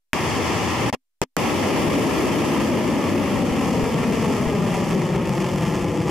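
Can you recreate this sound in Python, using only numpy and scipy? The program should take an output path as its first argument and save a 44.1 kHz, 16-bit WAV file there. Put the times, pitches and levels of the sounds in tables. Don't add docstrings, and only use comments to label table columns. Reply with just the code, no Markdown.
import sys
import numpy as np
from scipy import signal
from scipy.fft import rfft, irfft, next_fast_len
from scipy.io import wavfile
from scipy.ndimage import uniform_filter1d, minimum_filter1d, map_coordinates

SR = 44100
rng = np.random.default_rng(int(sys.argv[2]) if len(sys.argv) > 2 else 0)


def master_out(mix):
    frames = np.transpose(np.atleast_2d(mix))
    ceiling = np.clip(frames, -1, 1)
    pcm = np.round(ceiling * 32767).astype(np.int16)
    wavfile.write(sys.argv[1], SR, pcm)


N = 269010
TOP_HZ = 15600


def exhaust():
    # (time [s], share of the sound that arrives directly [0-1], ground echo lag [ms])
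    climb = [(.1, 0.1, 2.83), (1.5, 0, 2.94), (2.3, 0.12, 3), (3.0, 0.39, 3.42), (3.65, 0.48, 3.82),
             (3.9, .5, 4.34), (4.2, 0.54, 4.42), (4.6, 0.64, 4.97), (5.0, .72, 5.34), (5.4, 0.82, 5.7),
             (6.1, 0.91, 6.03)]
    # (frequency [Hz], level [dB])
    tone = [(15, -29), (42, -18.5), (80, -2), (150, 3.5), (300, -1.5), (500, -6), (860, -11.5), (1100, -14),
            (2400, -21.5), (3300, -23.5), (5200, -25), (7200, -27.5), (9000, -34.5), (10800, -34.5),
            (13500, -40.5), (15200, -39.5)]
    # (frequency [Hz], left minus right [dB])
    balance = [(40, 2.5), (130, 2), (400, 3), (1000, 1.2), (3000, 0.5), (12000, 0.5)]
    edges_hz = [75, 150, 700, 3950, 9000, TOP_HZ]
    share, lag_ms = curves(climb)
    roar = np.sqrt(share) * direct_roar(lag_ms) + np.sqrt(1 - share) * scattered_roar()
    roar += low_hump(width_hz=144, strength_db=-23.5)
    lean = lambda hz: amp(np.outer([.5, -.5], along(balance, hz)))
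    rest = filtered(roar, lambda hz: keep_sharp(amp(along(tone, hz))) * mic_hollows(hz) * lean(hz))
    out = np.zeros((2, N))
    for edge_hz, db in zip(edges_hz, band_levels()):
        band = filtered(rest, lambda hz: below(hz, edge_hz, order=12))
        rest = rest - band
        power = uniform_filter1d(band.mean(axis=0) ** 2, size=SR // 2)
        out += amp(db) * band / np.sqrt(np.abs(power))
    return out


def direct_roar(lag_ms):
    # (frequency [Hz], level [dB], capped at 0 below)
    ground = [(90, -6), (130, -7), (185, -1.5), (250, 0.5), (560, -1), (900, -6.5), (1600, -8), (5000, -15)]
    # (frequency [Hz], share of noise [0-1])
    smooth = [(200, 0.88), (1000, 0.48), (2500, 0.27), (7000, .08), (13000, 0.39)]
    shocks = crackle(per_second=1250, spread_db=6.0, waver_db=0.86, sides_db=2.0)
    jet = filtered(rng.standard_normal(N), lambda hz: np.sqrt(along(smooth, hz)))
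    jet = jet + filtered(shocks, lambda hz: np.sqrt(1 - along(smooth, hz)))
    bounce = filtered(jet, lambda hz: np.minimum(amp(along(ground, hz)), 1))
    delayed_index = np.arange(N) - lag_ms * SR / 1000
    return jet + np.array([map_coordinates(side, [delayed_index]) for side in bounce])


def scattered_roar():
    # (frequency [Hz], level [dB])
    tone = [(35, -16.5), (95, 2.5), (135, -3), (210, -1.5), (340, 1), (520, 1.5), (850, -.5), (3200, 2),
            (5200, 6), (6800, 4), (12000, 6)]
    # (frequency [Hz], likeness [-1 to 1])
    likeness = [(30, .4), (100, 0.68), (300, 0.75), (650, 0.68), (1100, .68), (2000, 0.51), (3900, 0.62),
                (5200, 0.2), (7000, -0.017), (15000, -0.28)]
    angle = lambda hz: np.arccos(along(likeness, hz)) / 2
    gains = lambda hz: amp(along(tone, hz)) * np.array([np.cos(angle(hz)), np.sin(angle(hz))])
    common, opposite = filtered(rng.standard_normal((2, N)), gains)
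    return np.array([common + opposite, common - opposite])


def band_levels(emerges_s=0.81, clear_s=1.98, flutters_per_s=17):
    # (level on the pad [dB], level clear of the steam [dB], fade [dB/s],
    # share of the swells [0-1], lift in a rasp [dB], flutter from swirling gas [dB])
    bands = [(-45.5, -45, -0.2, 0.12, 2, 1), (-32.5, -35, -1, 0, 0, 0.35), (-26.5, -20, 0.92, 0, 0, .5),
             (-26.5, -28, 1.25, 0.4, 0.37, 0.43), (-38.5, -42, 0.98, 0.9, -0.3, 0.5),
             (-48, -47.5, 1.95, 0.93, -0.5, 0.5)]
    centres_hz = [55, 110, 330, 1700, 6000, 12000]
    # (time [s], level [dB])
    swells = [(.35, -1.5), (.75, -2.5), (1.5, -0.5), (2.2, 1), (2.66, 0.3), (2.81, -1.5), (2.95, -2),
              (3.35, -1), (3.52, -2), (3.64, 1), (3.98, -1), (4.15, 1.5), (4.38, 1.5), (4.52, -2),
              (4.74, 0.5), (4.93, 1.5), (5.08, -2.5), (5.22, -3.5), (5.35, 1.2), (5.6, 2), (5.8, 1),
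              (5.99, -1), (6.08, 0.5)]
    cleared, = curves([(emerges_s, 0), (clear_s, 1)])
    climb_s = np.maximum(clock() - clear_s, 0)
    swell_db, = curves(swells)
    rasp = rasps()
    levels = []
    for centre_hz, (pad_db, clear_db, fade, share, rasp_db, flutter_db) in zip(centres_hz, bands):
        trend_db = pad_db + (clear_db - pad_db) * cleared - fade * climb_s
        lift_db = share * swell_db + rasp_db * rasp + surges(centre_hz)
        levels.append(trend_db + lift_db + flutter_db * wobble(flutters_per_s))
    return levels


def surges(centre_hz, width_s=0.026, width_octaves=1.1):
    # (time [s], lift [dB], centre [Hz])
    swirls = [(.4, 4.5, 400), (.84, 8, 600), (.87, 9.5, 59.9), (1.96, 6, 60), (2.53, 1, 330),
              (2.74, 2, 300), (2.96, 4, 250), (3.17, 2.5, 599), (3.37, 11, 70), (3.79, 9, 130),
              (4.02, 7, 55), (4.11, 3, 230), (4.17, 4, 55), (4.3, 5.5, 300), (4.43, 6, 120),
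              (4.955, 5, 300), (5.02, 4, 55), (5.16, 1, 119.9), (5.32, 4, 60), (5.54, 6, 90), (5.82, 8, 55),
              (5.98, 4, 160)]
    return sum(db * bell(clock() - s, width_s) * bell(np.log2(hz / centre_hz), width_octaves)
               for s, db, hz in swirls)


def low_hump(width_hz, strength_db):
    # (time [s], pitch [Hz], strength [0-1])
    glide = [(1.2, 380, .4), (2.0, 299.9, 0.92), (2.6, 280.3, 0.98), (3.5, 234.6, 1), (4.4, 190, .85),
             (6.1, 150, .4)]
    pitch_hz, strength = curves(glide)
    slow_noise = unit(filtered(rng.standard_normal((2, N)), lambda hz: below(hz, width_hz / 2, order=4)))
    phase = 2 * np.pi * np.cumsum(pitch_hz) / SR
    return amp(strength_db) * strength * (slow_noise[0] * np.cos(phase) + slow_noise[1] * np.sin(phase))


def crackle(per_second, spread_db, waver_db, sides_db):
    struck = rng.random(N) < (1 + rasps()) * per_second / SR
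    size = amp(spread_db * np.clip(rng.standard_normal(N), -2, 2) + waver_db * wobble(45))
    side_gains = amp(sides_db * np.clip(rng.standard_normal((2, N)), -2, 2))
    shocks = -size * struck * side_gains
    return unit(shocks - uniform_filter1d(shocks, size=SR // 50))


def rasps(width_s=.018):
    # (time [s], extra shocks [multiple of the usual rate])
    volleys = [(1.755, 2), (2.16, 1), (2.325, 2), (2.635, 1.6), (3.58, 1.3), (3.675, 1.5), (3.76, 1),
               (4.04, 1.7), (4.14, 1), (4.252, 2.2), (4.739, 2.2), (4.92, 2.2), (5.16, 1.4), (5.43, 1.5),
               (5.63, .5), (5.746, 1.1), (6.085, 1.2)]
    return sum(extra * bell(clock() - s, width_s) for s, extra in volleys)


def cracks(decay_ms, edge_hz):
    # (time [s], relative level [dB])
    big_shocks = [(2.1789, -25), (2.3226, -19), (2.6204, -14.5), (2.8778, -16), (2.917, -16), (3.1994, -19),
                  (3.2191, -18), (3.944, -18), (4.332, -25), (4.367, -15), (4.7414, -17), (4.78, -20),
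                  (4.8903, -26), (4.9272, -19), (4.9475, -16), (5.1585, -21), (5.1635, -24), (5.294, -15),
                  (5.404, -20), (5.4226, -24), (5.4284, -21), (5.5166, -22), (5.6076, -26), (5.6417, -23),
                  (5.749, -26), (6.0847, -20)]
    jumps = np.zeros(N)
    for s, db in big_shocks:
        jumps[round(s * SR)] = -amp(db)
    shocks = signal.lfilter([1], [1, -np.exp(-1e3 / (decay_ms * SR))], jumps)
    return filtered(shocks, lambda hz: mic_hollows(hz) * below(hz, edge_hz, order=2))


def air_bumps(width_s):
    # (time [s], height [signed amplitude])
    pushes = [(1.878, -.08), (3.516, 0.11), (3.834, 0.23), (4.471, 0.23)]
    return np.outer([1, 0], sum(height * bell(clock() - s, width_s) for s, height in pushes))


def mic_hollows(hz):
    # (centre [Hz], width [Hz], depth [0-1])
    dips = [(700, 120, 0.54), (1497, 436, 0.84), (3915, 1520, 0.78)]
    return np.prod([1 - depth * 1j * hz * width / (centre ** 2 - hz ** 2 + 1j * hz * width)
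                    for centre, width, depth in dips], axis=0)


def limiter(x, ceiling_db, window_ms):
    span = int(window_ms * SR / 1000)
    needed_gain = np.minimum(1, amp(ceiling_db) / (np.abs(x).max(axis=0) + 1e-9))
    return x * uniform_filter1d(minimum_filter1d(needed_gain, span), span)


def dropouts(x, tail_db, tail_s, tail_hz, ring_db, ring_s, ring_hz):
    # (start [s], end [s])
    live = [(.1325, .9005), (.927, .949), (1.2168, 1.2385), (1.367, 6.2)]
    t = clock()
    out = x * sum((t >= start) & (t < end) for start, end in live)
    dull = filtered(x, lambda hz: 1 / (1 + 1j * hz / tail_hz))
    for _, end in live:
        age = np.maximum(t - end, 0)
        out += dull * (age > 0) * amp(tail_db - 60 * age / tail_s)
        out += np.sin(2 * np.pi * ring_hz * age) * amp(ring_db - 60 * age / ring_s)
    return out


def pops(snap_ms, snap_hz, thump_db, thump_hz, thump_ms):
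    # (time [s], swing size [signed gain], pitch [Hz], decay [ms], snap before dulling [dB])
    returns = [(0.1325, -1.17, 2190, 0.43, -5), (.927, -0.15, 650, 3.2, -18),
               (1.2165, 0.68, 600, 0.48, -1.5), (1.367, -0.43, 1090, 0.69, -3)]
    swing, snap = np.zeros(N), np.zeros((2, N))
    for s, size, hz, decay_ms, snap_db in returns:
        age = np.maximum(clock() - s, 0)
        age_ms = age * 1e3
        swing += size * np.sin(2 * np.pi * hz * age) * bell(age_ms, decay_ms)
        swing += size * amp(thump_db) * np.sin(2 * np.pi * thump_hz * age) * np.exp(-age_ms / thump_ms)
        snap += amp(snap_db) * rng.standard_normal((2, N)) * np.exp(-age_ms / snap_ms) * (age > 0)
    return swing + filtered(snap, lambda hz: mic_hollows(hz) / (1 + 1j * hz / snap_hz) ** 2)


def amp(db):
    return 10 ** (np.asarray(db) / 20)


def unit(x):
    return x / np.sqrt(np.mean(x ** 2) + 1e-20)


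def bell(distance, width):
    return np.exp(-(distance / width) ** 2)


def along(points, hz):
    frequencies, values = np.transpose(points)
    return np.interp(np.log(hz + 1), np.log(frequencies + 1), values)


def clock():
    return np.arange(N) / SR


def curves(rows):
    times, *columns = np.transpose(rows)
    return [np.interp(clock(), times, column) for column in columns]


def wobble(rate):
    return map_coordinates(rng.standard_normal(int(N * rate / SR) + 4), [clock() * rate])


def filtered(x, response):
    size = 2 * next_fast_len(N // 2 + SR // 4)
    return irfft(rfft(x, size) * response(np.fft.rfftfreq(size, 1 / SR)), size)[..., :N]


def keep_sharp(gain):
    cepstrum = irfft(np.log(gain))
    half = len(cepstrum) // 2
    cepstrum[1:half] *= 2
    cepstrum[half + 1:] = 0
    return np.exp(rfft(cepstrum))


def below(hz, edge_hz, order):
    return 1 / (1 + (hz / edge_hz) ** order)


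def scene():
    return exhaust() + amp(7.5) * cracks(decay_ms=0.21, edge_hz=9500) + air_bumps(width_s=0.0024)


def record(dry):
    held = limiter(dry, ceiling_db=-11.5, window_ms=4.62)
    broken = dropouts(held, tail_db=-13, tail_s=0.034, tail_hz=7000,
                      ring_db=-41, ring_s=0.078, ring_hz=260)
    hiss = amp(-85.5) * rng.standard_normal((2, N)) + amp(-75)
    popping = broken + pops(snap_ms=0.55, snap_hz=7600, thump_db=-15, thump_hz=270, thump_ms=2.4)
    clipped = np.clip(popping, -.85, .85)
    return filtered(clipped + hiss, lambda hz: below(hz, TOP_HZ, order=120))


dry = scene()
out = record(dry)
master_out(out)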